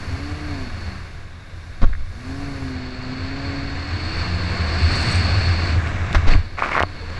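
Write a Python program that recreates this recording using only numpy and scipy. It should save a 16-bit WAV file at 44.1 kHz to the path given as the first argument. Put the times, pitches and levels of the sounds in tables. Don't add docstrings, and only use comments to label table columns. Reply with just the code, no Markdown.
import sys
import numpy as np
from scipy.fft import rfft, irfft, next_fast_len
from scipy.io import wavfile
from scipy.ndimage import uniform_filter1d, map_coordinates

SR = 44100
rng = np.random.default_rng(int(sys.argv[2]) if len(sys.argv) > 2 else 0)


def file_out(sig):
    cols = np.atleast_2d(sig).T
    lim = np.clip(cols, -1, 1)
    pcm = np.round(lim * 32767).astype(np.int16)
    wavfile.write(sys.argv[1], SR, pcm)


N = 317079

# (time [s], crankshaft rate [Hz], exhaust gain [dB])
ENGINE_COURSE = [(0, 79.3, -52), (.14, 87.8, -33), (.26, 97.2, -34), (.38, 100.9, -35.5), (.5, 98.9, -32.5),
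                 (.62, 85.5, -30), (.74, 75.45, -44), (.93, 64, -38), (1.08, 58, -63), (2.06, 59.8, -58),
                 (2.18, 78.9, -43.5), (2.29, 88.2, -34.5), (2.42, 94.45, -31.5), (2.53, 92.1, -30),
                 (2.72, 86.2, -30.5), (2.9, 84.34, -34), (3.08, 85.1, -32.5), (3.25, 88.3, -32),
                 (3.42, 92.66, -28.5), (3.75, 92.5, -33.5), (3.9, 96.1, -40.5), (4.1, 107, -37),
                 (4.28, 115.7, -41), (4.6, 119.7, -37), (4.8, 123.5, -42), (5.7, 124.2, -42),
                 (6.1, 119, -59), (6.7, 100, -52), (6.94, 98.7, -41), (7.0, 99, -49), (7.19, 99, -56)]
# (multiple of crankshaft rate, level at throttle share 0 [dB], level at share 1 [dB])
ENGINE_ORDERS = [(1.5, -5.5, 4.5), (2, -24, -14), (2.5, -28, -3), (3, 1, -6), (4, -30, -3), (4.5, -13, -10),
                 (5.5, -28, -4), (6, -21.5, -7), (7, -28, -13), (7.5, -21, -9), (8, -29, -11), (9, -30, -9),
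                 (9.5, -26, -8), (10.5, -25, -6), (12, -25, -5)]
# (crankshaft rate [Hz], share [0-1])
THROTTLE_SHARE = [(106, 0.0083), (114, 0.79)]
# (frequency [Hz], width [Hz], level [dB])
HULL_MODES = [(174.7, 4.2, 2), (384, 9.2, -14), (570, 30, 0), (685.7, 30, -1.5), (733, 23, -1)]
FLYWHEEL_S = 0.062
FIRING_JITTER_RAD = 0.03

# (time [s], wash level before gain [dB], jet level before gain [dB])
WATER_COURSE = [(0, -37.5, -46), (.45, -36.5, -46), (.87, -39, -46.5), (1.37, -46, -65), (1.7, -45.5, -58),
                (2.05, -46.5, -60), (2.33, -39, -49), (2.94, -38.5, -44), (3.24, -36, -41.5),
                (3.85, -34.5, -39.5), (4.15, -32, -34), (4.5, -31, -35.5), (4.94, -27, -28.5),
                (5.2, -26.5, -28.5), (5.68, -29.5, -33), (6.27, -31.5, -44), (6.32, -25, -30),
                (6.37, -34, -42.5), (6.5, -43.5, -50), (7.03, -40, -46.5), (7.19, -35, -46)]
# (frequency [Hz], relative level [dB])
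WASH_SPECTRUM = [(40, 11), (110, 16.5), (170, 9), (300, 5), (420, 0.5), (850, -3.5), (1500, 0.5),
                 (2300, -3), (2850, -7), (3100, -13.5), (3800, -12.5), (5200, -18), (7800, -24),
                 (9000, -49), (12000, -96)]
# (frequency [Hz], relative level [dB])
JET_SPECTRUM = [(1000, -11.5), (2300, 2.5), (2800, 2), (3150, -10), (3600, -1), (4400, -12.5), (5100, -5),
                (6000, -20), (8200, -45), (9000, -73), (12000, -63)]
# (frequency [Hz], width of one stage [Hz], level per stage pair [dB])
HOUSING_MODES = [(264, 60, -5), (328, 50, -2), (540, 67, -20), (719, 124, 0.5), (1125, 280, 0.5),
                 (1600, 430, 1), (2190, 125, 0.5), (3580, 180, -13)]
# (frequency [Hz], width of one stage [Hz], relative level [dB])
LID_MODES = [(4395, 395, 3.5), (7960, 280, -21.5)]
# (frequency [Hz], width of one stage [Hz], relative level [dB])
MIST_BANDS = [(5740, 700, -1.5), (6950, 720, -2.5), (8020, 770, 1), (9370, 530, -10.5)]
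# (time [s], level [dB])
SIZZLE_LEVEL = [(3, -82), (4.1, -67), (4.8, -57.5), (4.97, -46.5), (5.12, -44), (5.24, -49.5), (5.35, -57),
                (5.75, -59), (6.4, -81)]
SIZZLE_FLICKER_DB, SIZZLE_GRAINS_PER_S = 3, 1600
WASH_GAIN_DB, JET_GAIN_DB = 3.0, -1.5
TAKEOFF_S, LANDING_S = 5.76, 6.27
JET_CUT_S, JET_CUT_DB = 0.12, -40

# (frequency [Hz], relative level [dB])
FOAM_SPECTRUM = [(300, -4), (550, 13.5), (900, -16), (2600, -14), (3700, 10), (6000, -15), (8500, -22),
                 (10500, -12.5), (12300, -31)]
# (frequency [Hz], relative level [dB])
FIZZ_SPECTRUM = [(3000, -38), (5000, 7.5), (6500, 1), (8700, -5.5), (10000, -6.5), (11200, -5),
                 (12300, -30)]
# (time [s], level [dB])
FIZZ_LEVEL = [(0, -52.5), (.5, -54.5), (1, -57), (1.35, -64), (1.65, -60), (2, -62), (2.3, -53.5),
              (2.7, -55), (2.85, -72.5), (7.19, -62.5)]
# (time [s], pitch [Hz], level of the fundamental [dB])
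GURGLE_COURSE = [(6.99, 623, -70), (7.004, 574, -46), (7.024, 455, -35), (7.05, 452, -41), (7.08, 480, -47),
                 (7.11, 534, -39), (7.135, 547, -42), (7.16, 577, -75)]

# (frequency [Hz], relative level [dB])
BUFFET_SPECTRUM = [(8, 11), (20, 22), (35, 9), (55, 14), (120, -6), (300, -66), (800, -100)]
# (time [s], starting level [dB], 60 dB decay time [s])
HULL_SHUDDERS = [(1.84, -16, 0.98), (6.27, -13, 0.77)]
# (time of peak [s], level [dB])
CHOP_BUMPS = [(0.14, -20.5), (0.494, -24.5), (0.878, -25.5), (1.872, -21), (2.1, -31), (3.339, -27.5),
              (3.801, -23), (3.94, -24), (4.211, -24.5), (4.337, -23), (4.662, -18), (4.842, -11),
              (4.94, -20), (5.194, -15.5), (5.38, -11), (5.564, -43), (5.773, -13), (6.177, -15),
              (6.244, -16.5), (6.375, -18), (6.41, -24), (6.824, -24.5)]
BUMP_RISE_S, BUMP_FALL_S = 0.022, 0.026
CRUISE_DB = -36.5
BUFFET_DB, BUFFET_GROWS = -34.5, 0.3
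CHOP_DRONE_DB, CHOP_DRONE_GROWS = -32.5, 0.67
SPEED_DRONE_DB, SPEED_DRONE_DB_PER_HZ = -22, 1.8
TOP_SPEED_HZ = 123.5
MOUNT_HZ, MOUNT_WIDTH_HZ = 84.6, 16.7

# (time [s], heave level [dB], heave frequency [Hz], knock level before gain [dB],
# splash level [dB], contact rise time to peak [s])
HULL_SLAMS = [(1.807, 0, 18.5, -12, -34, 0.029), (1.88, -11, 14.7, -33, -56, 0.016),
              (1.955, -15.5, 12, -49, -62, 0.01), (6.138, -5.5, 35, -24, -35, 0.016),
              (6.259, -2.5, 18.3, -16.5, -21.5, 0.025), (6.296, -11, 10.4, -27, -26, 0.016),
              (6.338, -3, 39, -18, -33, 0.014)]
# (frequency [Hz], pitch wander [Hz], relative level [dB])
KNOCK_TONES = [(266, 20.05, -0.5), (545, 50, -11.5), (715, 31, -11), (1119, 67.8, -8.5), (1460, 110, -23)]
# (frequency [Hz], relative level [dB])
THUD_SPECTRUM = [(100, 18), (300, 4), (700, -7), (1400, -2.5), (2500, -37), (8000, -46)]
# (frequency [Hz], relative level [dB])
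SPLASH_SPECTRUM = [(100, 12), (700, 8.5), (1800, 9), (4000, -1.5), (6200, -8.5), (9000, -26), (12000, -35)]
# (frequency [Hz], width of one stage [Hz], level per stage pair [dB])
STRUCK_LID_MODES = [(3830, 380, 2), (4450, 820, -7)]
HEAVE_LAG_S = 0.012
KNOCK_RING_DB, KNOCK_THUD_DB = -6.5, -5
SPLASH_GRAINS_PER_S, SPLASH_SPREAD_DB = 2500, 2

# (time [s], peak before direct gain [dB], ring [Hz], decay constant [cycles])
BIG_DROPS = [(1.93, -24, 1750, 0.63), (1.9347, -21, 1660, 0.62), (1.951, -23, 1720, 0.59),
             (6.15, -16, 1200, 0.53), (6.153, -13, 1227, .4), (6.337, -8.5, 2250, 0.59),
             (6.356, -18, 1100, 0.25), (6.586, -12.5, 1165, 0.42), (6.592, -12.5, 2140, 0.67),
             (6.623, -1.5, 1080, 0.32), (6.632, -17, 1460, 0.55), (6.638, -12, 1350, 0.55),
             (6.646, -9.5, 1400, 0.63), (6.661, -7.5, 1280, 0.19), (6.68, -15, 1300, .35),
             (6.693, -14, 1250, 0.25), (6.719, -18, 1130, 0.34), (6.731, -13, 2200, 0.82),
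             (6.752, -8, 1295, 0.52), (6.755, -15, 1410, .7), (6.766, -1.5, 1060, 0.16),
             (6.7724, -7, 1140, 0.17), (6.7744, -5, 1140, 0.18), (6.779, -2, 1210, 0.24),
             (6.7865, -3.5, 1020, 0.14), (6.7938, -5, 1590, 0.59), (6.796, -11, 1920, 1),
             (6.7982, -12, 2220, 0.48), (6.8054, 2, 920, 0.13), (6.8117, -10, 1200, 0.33),
             (6.8183, -6, 1010, 0.225), (6.827, -13, 2400, 0.61), (6.8347, 1.5, 795, 0.12),
             (6.8382, -22, 900, .4)]
# (time [s], length [s], starting level [dB], final level [dB]), before direct gain
WATER_SHEETS = [(6.577, 0.06, -30.5, -28), (6.628, 0.072, -28.5, -27), (6.708, 0.046, -24, -27.5),
                (6.753, 0.075, -27, -32)]
# (time [s], level before direct gain [dB], 60 dB decay time [s])
FINE_SPATTERS = [(1.816, -30, 0.18), (6.1469, -11, 0.076)]
# (time [s], level [dB], 60 dB decay time [s])
PORT_CRACKS = [(5.8725, -21.5, .008), (6.1293, -12, 0.0067), (6.762, -25, 0.011), (6.7685, -23, 0.011),
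               (6.7785, -25, 0.01), (6.798, -18, .016), (6.8263, -16, 0.015)]
# (frequency [Hz], relative level [dB])
PATTER_SPECTRUM = [(120, -4), (250, -2), (700, -2.5), (1150, 0.5), (2300, -5.5), (3200, -15.5), (5000, -19),
                   (9000, -35.5), (12000, -63)]
# (frequency [Hz], relative level [dB])
CRACK_SPECTRUM = [(800, -2), (2400, 5), (3700, 1), (5200, -7), (7500, -16.5), (9000, -21), (12000, -32)]
# (frequency [Hz], width [Hz], relative level [dB])
SHELL_MODES = [(576, 21, -8), (630, 27, 1), (700, 30, 3), (960, 23, -8), (1096, 40, 0), (1180, 63, 2),
               (1267, 25, -7), (1400, 51, -6), (2140, 75, 5)]
SHEET_EDGE_S = 0.026
SMALL_DROPS_PER_S, SMALL_DROP_DB = 400, 5.5
SMALL_DROP_HZ, SMALL_DROP_OCTAVES = 1764, 0.45
PATTER_DB, PATTER_FLUTTER_DB = 1, 1.1
DIRECT_DB, SHELL_DB = -2.5, -8.5

TOP_HZ = 12300


def amp(db):
    return 10 ** (np.asarray(db) / 20)


def unit(x):
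    return x / np.sqrt(np.mean(x ** 2) + 1e-20)


def curves(rows):
    s, *columns = np.transpose(rows)
    t = np.arange(N) / SR
    return [np.interp(t, s, column) for column in columns]


def wobble(rate):
    knots = rng.standard_normal(int(N * rate / SR) + 4)
    return map_coordinates(knots, [np.arange(N) * rate / SR])


def filtered(x, response):
    size = next_fast_len(N + SR // 2)
    hz = np.fft.rfftfreq(size, 1 / SR)
    return irfft(rfft(x, size) * response(hz), size)[:N]


def colour(x, points):
    f, db = np.transpose(points)
    return unit(filtered(x, lambda hz: amp(np.interp(np.log(hz + 1), np.log(f), db))))


def ring(x, modes, order=1):
    def response(f):
        return sum(amp(db) * (1j * f * width / (centre ** 2 - f * f + 1j * f * width)) ** order
                   for centre, width, db in modes)
    return filtered(x, response)


def noise():
    return rng.standard_normal(N)


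def grains(rate, spread_db):
    struck = rng.random(N) < rate / SR
    return unit(struck * noise() * amp(spread_db * noise()))


def since(s):
    return np.maximum(np.arange(N) / SR - s, 0)


def ramp(s, length):
    return .5 + .5 * np.sin(np.pi * np.clip((np.arange(N) / SR - s) / length, -.5, .5))


def add(track, s, sound):
    part = track[round(s * SR):][:len(sound)]
    part += sound[:len(part)]


def crank_hz():
    return uniform_filter1d(curves(ENGINE_COURSE)[0], int(FLYWHEEL_S * SR))


def engine():
    shaft_hz = crank_hz()
    exhaust_db = curves(ENGINE_COURSE)[1]
    crank = 2 * np.pi * np.cumsum(shaft_hz * (1 + 0.0027 * wobble(30))) / SR
    crank = crank + FIRING_JITTER_RAD * wobble(150)
    throttle = np.interp(shaft_hz, *np.transpose(THROTTLE_SHARE))
    tone = np.zeros(N)
    for order, part_db, full_db in ENGINE_ORDERS:
        level = part_db + throttle * (full_db - part_db)
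        flutter = (1.64 - 0.044 * level) * wobble(14)
        tone += amp(level + flutter) * np.sin(order * crank + rng.uniform(0, 2 * np.pi))
    tone *= 1 + 0.17 * wobble(120)
    return amp(exhaust_db) * (tone + ring(tone, HULL_MODES))


def airborne():
    return ramp(TAKEOFF_S + JET_CUT_S / 2, 2 * JET_CUT_S) - ramp(LANDING_S, JET_CUT_S)


def water():
    wash_db, jet_db = curves(WATER_COURSE)
    churn = amp(0.52 * wobble(14) + 0.22 * wobble(90))
    open_wash = colour(noise() + 0.5 * grains(2500, 4.7), WASH_SPECTRUM)
    wash = open_wash + amp(-8.0) * unit(ring(noise(), HOUSING_MODES, order=2))
    spray = colour(noise() + 0.6 * grains(3000, 2.8), JET_SPECTRUM)
    jet = unit(ring(noise(), LID_MODES, order=2)) + amp(-2.5) * spray
    wash_gain = amp(wash_db + WASH_GAIN_DB)
    jet_gain = amp(jet_db + JET_GAIN_DB + JET_CUT_DB * airborne())
    sizzle_gain = amp(curves(SIZZLE_LEVEL)[0] + SIZZLE_FLICKER_DB * wobble(70))
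    sizzle = unit(ring(grains(SIZZLE_GRAINS_PER_S, 1.6), MIST_BANDS, order=2))
    return churn * (wash_gain * wash + jet_gain * jet) + sizzle_gain * sizzle


def foam():
    fizz = amp(curves(FIZZ_LEVEL)[0]) * colour(noise(), FIZZ_SPECTRUM)
    bed = amp(-55.5) * colour(noise(), FOAM_SPECTRUM)
    gurgle_hz, gurgle_db = curves(GURGLE_COURSE)
    phase = 2 * np.pi * np.cumsum(gurgle_hz * (1 + 0.024 * wobble(150))) / SR
    gurgle = np.sin(phase) + amp(-9) * np.sin(2 * phase)
    return bed + fizz + amp(gurgle_db) * gurgle


def pace():
    return curves(WATER_COURSE)[0] - CRUISE_DB


def shaking():
    shudder = sum(amp(db - 60 * since(s) / t60) * ramp(s, 0.11) for s, db, t60 in HULL_SHUDDERS)
    buffet_gain = np.hypot(amp(BUFFET_DB + BUFFET_GROWS * pace()), shudder)
    buffet = buffet_gain * colour(noise(), BUFFET_SPECTRUM)
    chop_drive = amp(CHOP_DRONE_DB + CHOP_DRONE_GROWS * pace())
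    speed_drive = amp(SPEED_DRONE_DB + SPEED_DRONE_DB_PER_HZ * (crank_hz() - TOP_SPEED_HZ))
    mount = unit(ring(noise(), [(MOUNT_HZ, MOUNT_WIDTH_HZ, 0)], order=2))
    drone = np.hypot(chop_drive, speed_drive) * mount
    t = np.arange(N) / SR
    surges = np.zeros(N)
    for s, db in CHOP_BUMPS:
        width = np.where(t < s, BUMP_RISE_S, BUMP_FALL_S)
        surges += amp(db) * np.exp(-((t - s) / width) ** 2)
    sway = unit(np.sin(2 * np.pi * np.cumsum(MOUNT_HZ + 3 * wobble(20)) / SR))
    return buffet + drone + surges * sway


def splashing(x):
    splash = colour(x, SPLASH_SPECTRUM)
    return unit(splash + ring(splash, STRUCK_LID_MODES, order=2))


def slams():
    heave, knock, splash = np.zeros((3, N))
    for s, heave_db, heave_hz, knock_db, splash_db, rise in HULL_SLAMS:
        t, pushed = since(s), since(s + HEAVE_LAG_S)
        dig = pushed * heave_hz / 0.48
        swell = dig * np.exp((1 - dig ** 2) / 2)
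        heave -= amp(heave_db) * swell * np.sin(2 * np.pi * heave_hz * pushed)
        contact = (t / rise) ** 2 * np.exp((1 - (t / rise) ** 4) / 2)
        knock += amp(knock_db) * contact
        splash += amp(splash_db) * contact
    ringing = sum(amp(db) * np.sin(2 * np.pi * np.cumsum(hz + wander * wobble(200)) / SR)
                  for hz, wander, db in KNOCK_TONES)
    thud = colour(noise(), THUD_SPECTRUM)
    blow = amp(KNOCK_RING_DB) * ringing + amp(KNOCK_THUD_DB) * thud
    sheet = splashing(grains(SPLASH_GRAINS_PER_S, SPLASH_SPREAD_DB) + 1.1 * noise())
    return heave + knock * blow + splash * sheet


def bursts(rows):
    return sum(amp(db - 60 * since(s) / t60) * (1 - np.exp(-since(s) / 0.00028)) for s, db, t60 in rows)


def drop(hz, cycles):
    turns = hz * np.arange(SR // 80) / SR
    tap = np.sin(2 * np.pi * turns) * turns ** 2 * np.exp(-turns / cycles)
    return tap / np.abs(tap).max()


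def sheet_levels():
    sheets = np.zeros(N)
    for s, length, first_db, last_db in WATER_SHEETS:
        level = amp(np.interp(since(s), [0, length], [first_db, last_db]))
        sheets += level * (ramp(s, SHEET_EDGE_S) - ramp(s + length, SHEET_EDGE_S))
    return sheets


def falling_spray():
    taps = np.zeros(N)
    sheets = sheet_levels()
    for s, db, hz, cycles in BIG_DROPS:
        add(taps, s, amp(db) * drop(hz, cycles))
    hits = np.flatnonzero((rng.random(N) < SMALL_DROPS_PER_S / SR) & (sheets > 0))
    peak = sheets * amp(SMALL_DROP_DB)
    pitch = SMALL_DROP_HZ * 2 ** (SMALL_DROP_OCTAVES * np.clip(noise(), -2, 1))
    for i in hits:
        cycles = 0.28 * (pitch[i] / 1200) ** 1.84
        add(taps, i / SR, peak[i] * drop(pitch[i], cycles))
    patter_gain = sheets * amp(PATTER_DB + PATTER_FLUTTER_DB * wobble(110))
    patter = patter_gain * colour(grains(1800, 0.82) + 0.44 * noise(), PATTER_SPECTRUM)
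    spatters = bursts(FINE_SPATTERS) * splashing(noise())
    strikes = taps + patter + spatters
    cracks = bursts(PORT_CRACKS) * colour(noise(), CRACK_SPECTRUM)
    return amp(DIRECT_DB) * strikes + amp(SHELL_DB) * ring(strikes, SHELL_MODES) + cracks


def scene():
    return (engine() + water() + foam() + shaking() + slams() + falling_spray())[None]


def record(dry):
    soft = dry[0] / (1 + dry[0] ** 8) ** (1 / 8)
    return filtered(soft, lambda hz: hz < TOP_HZ)[None]


dry = scene()
out = record(dry)
file_out(out)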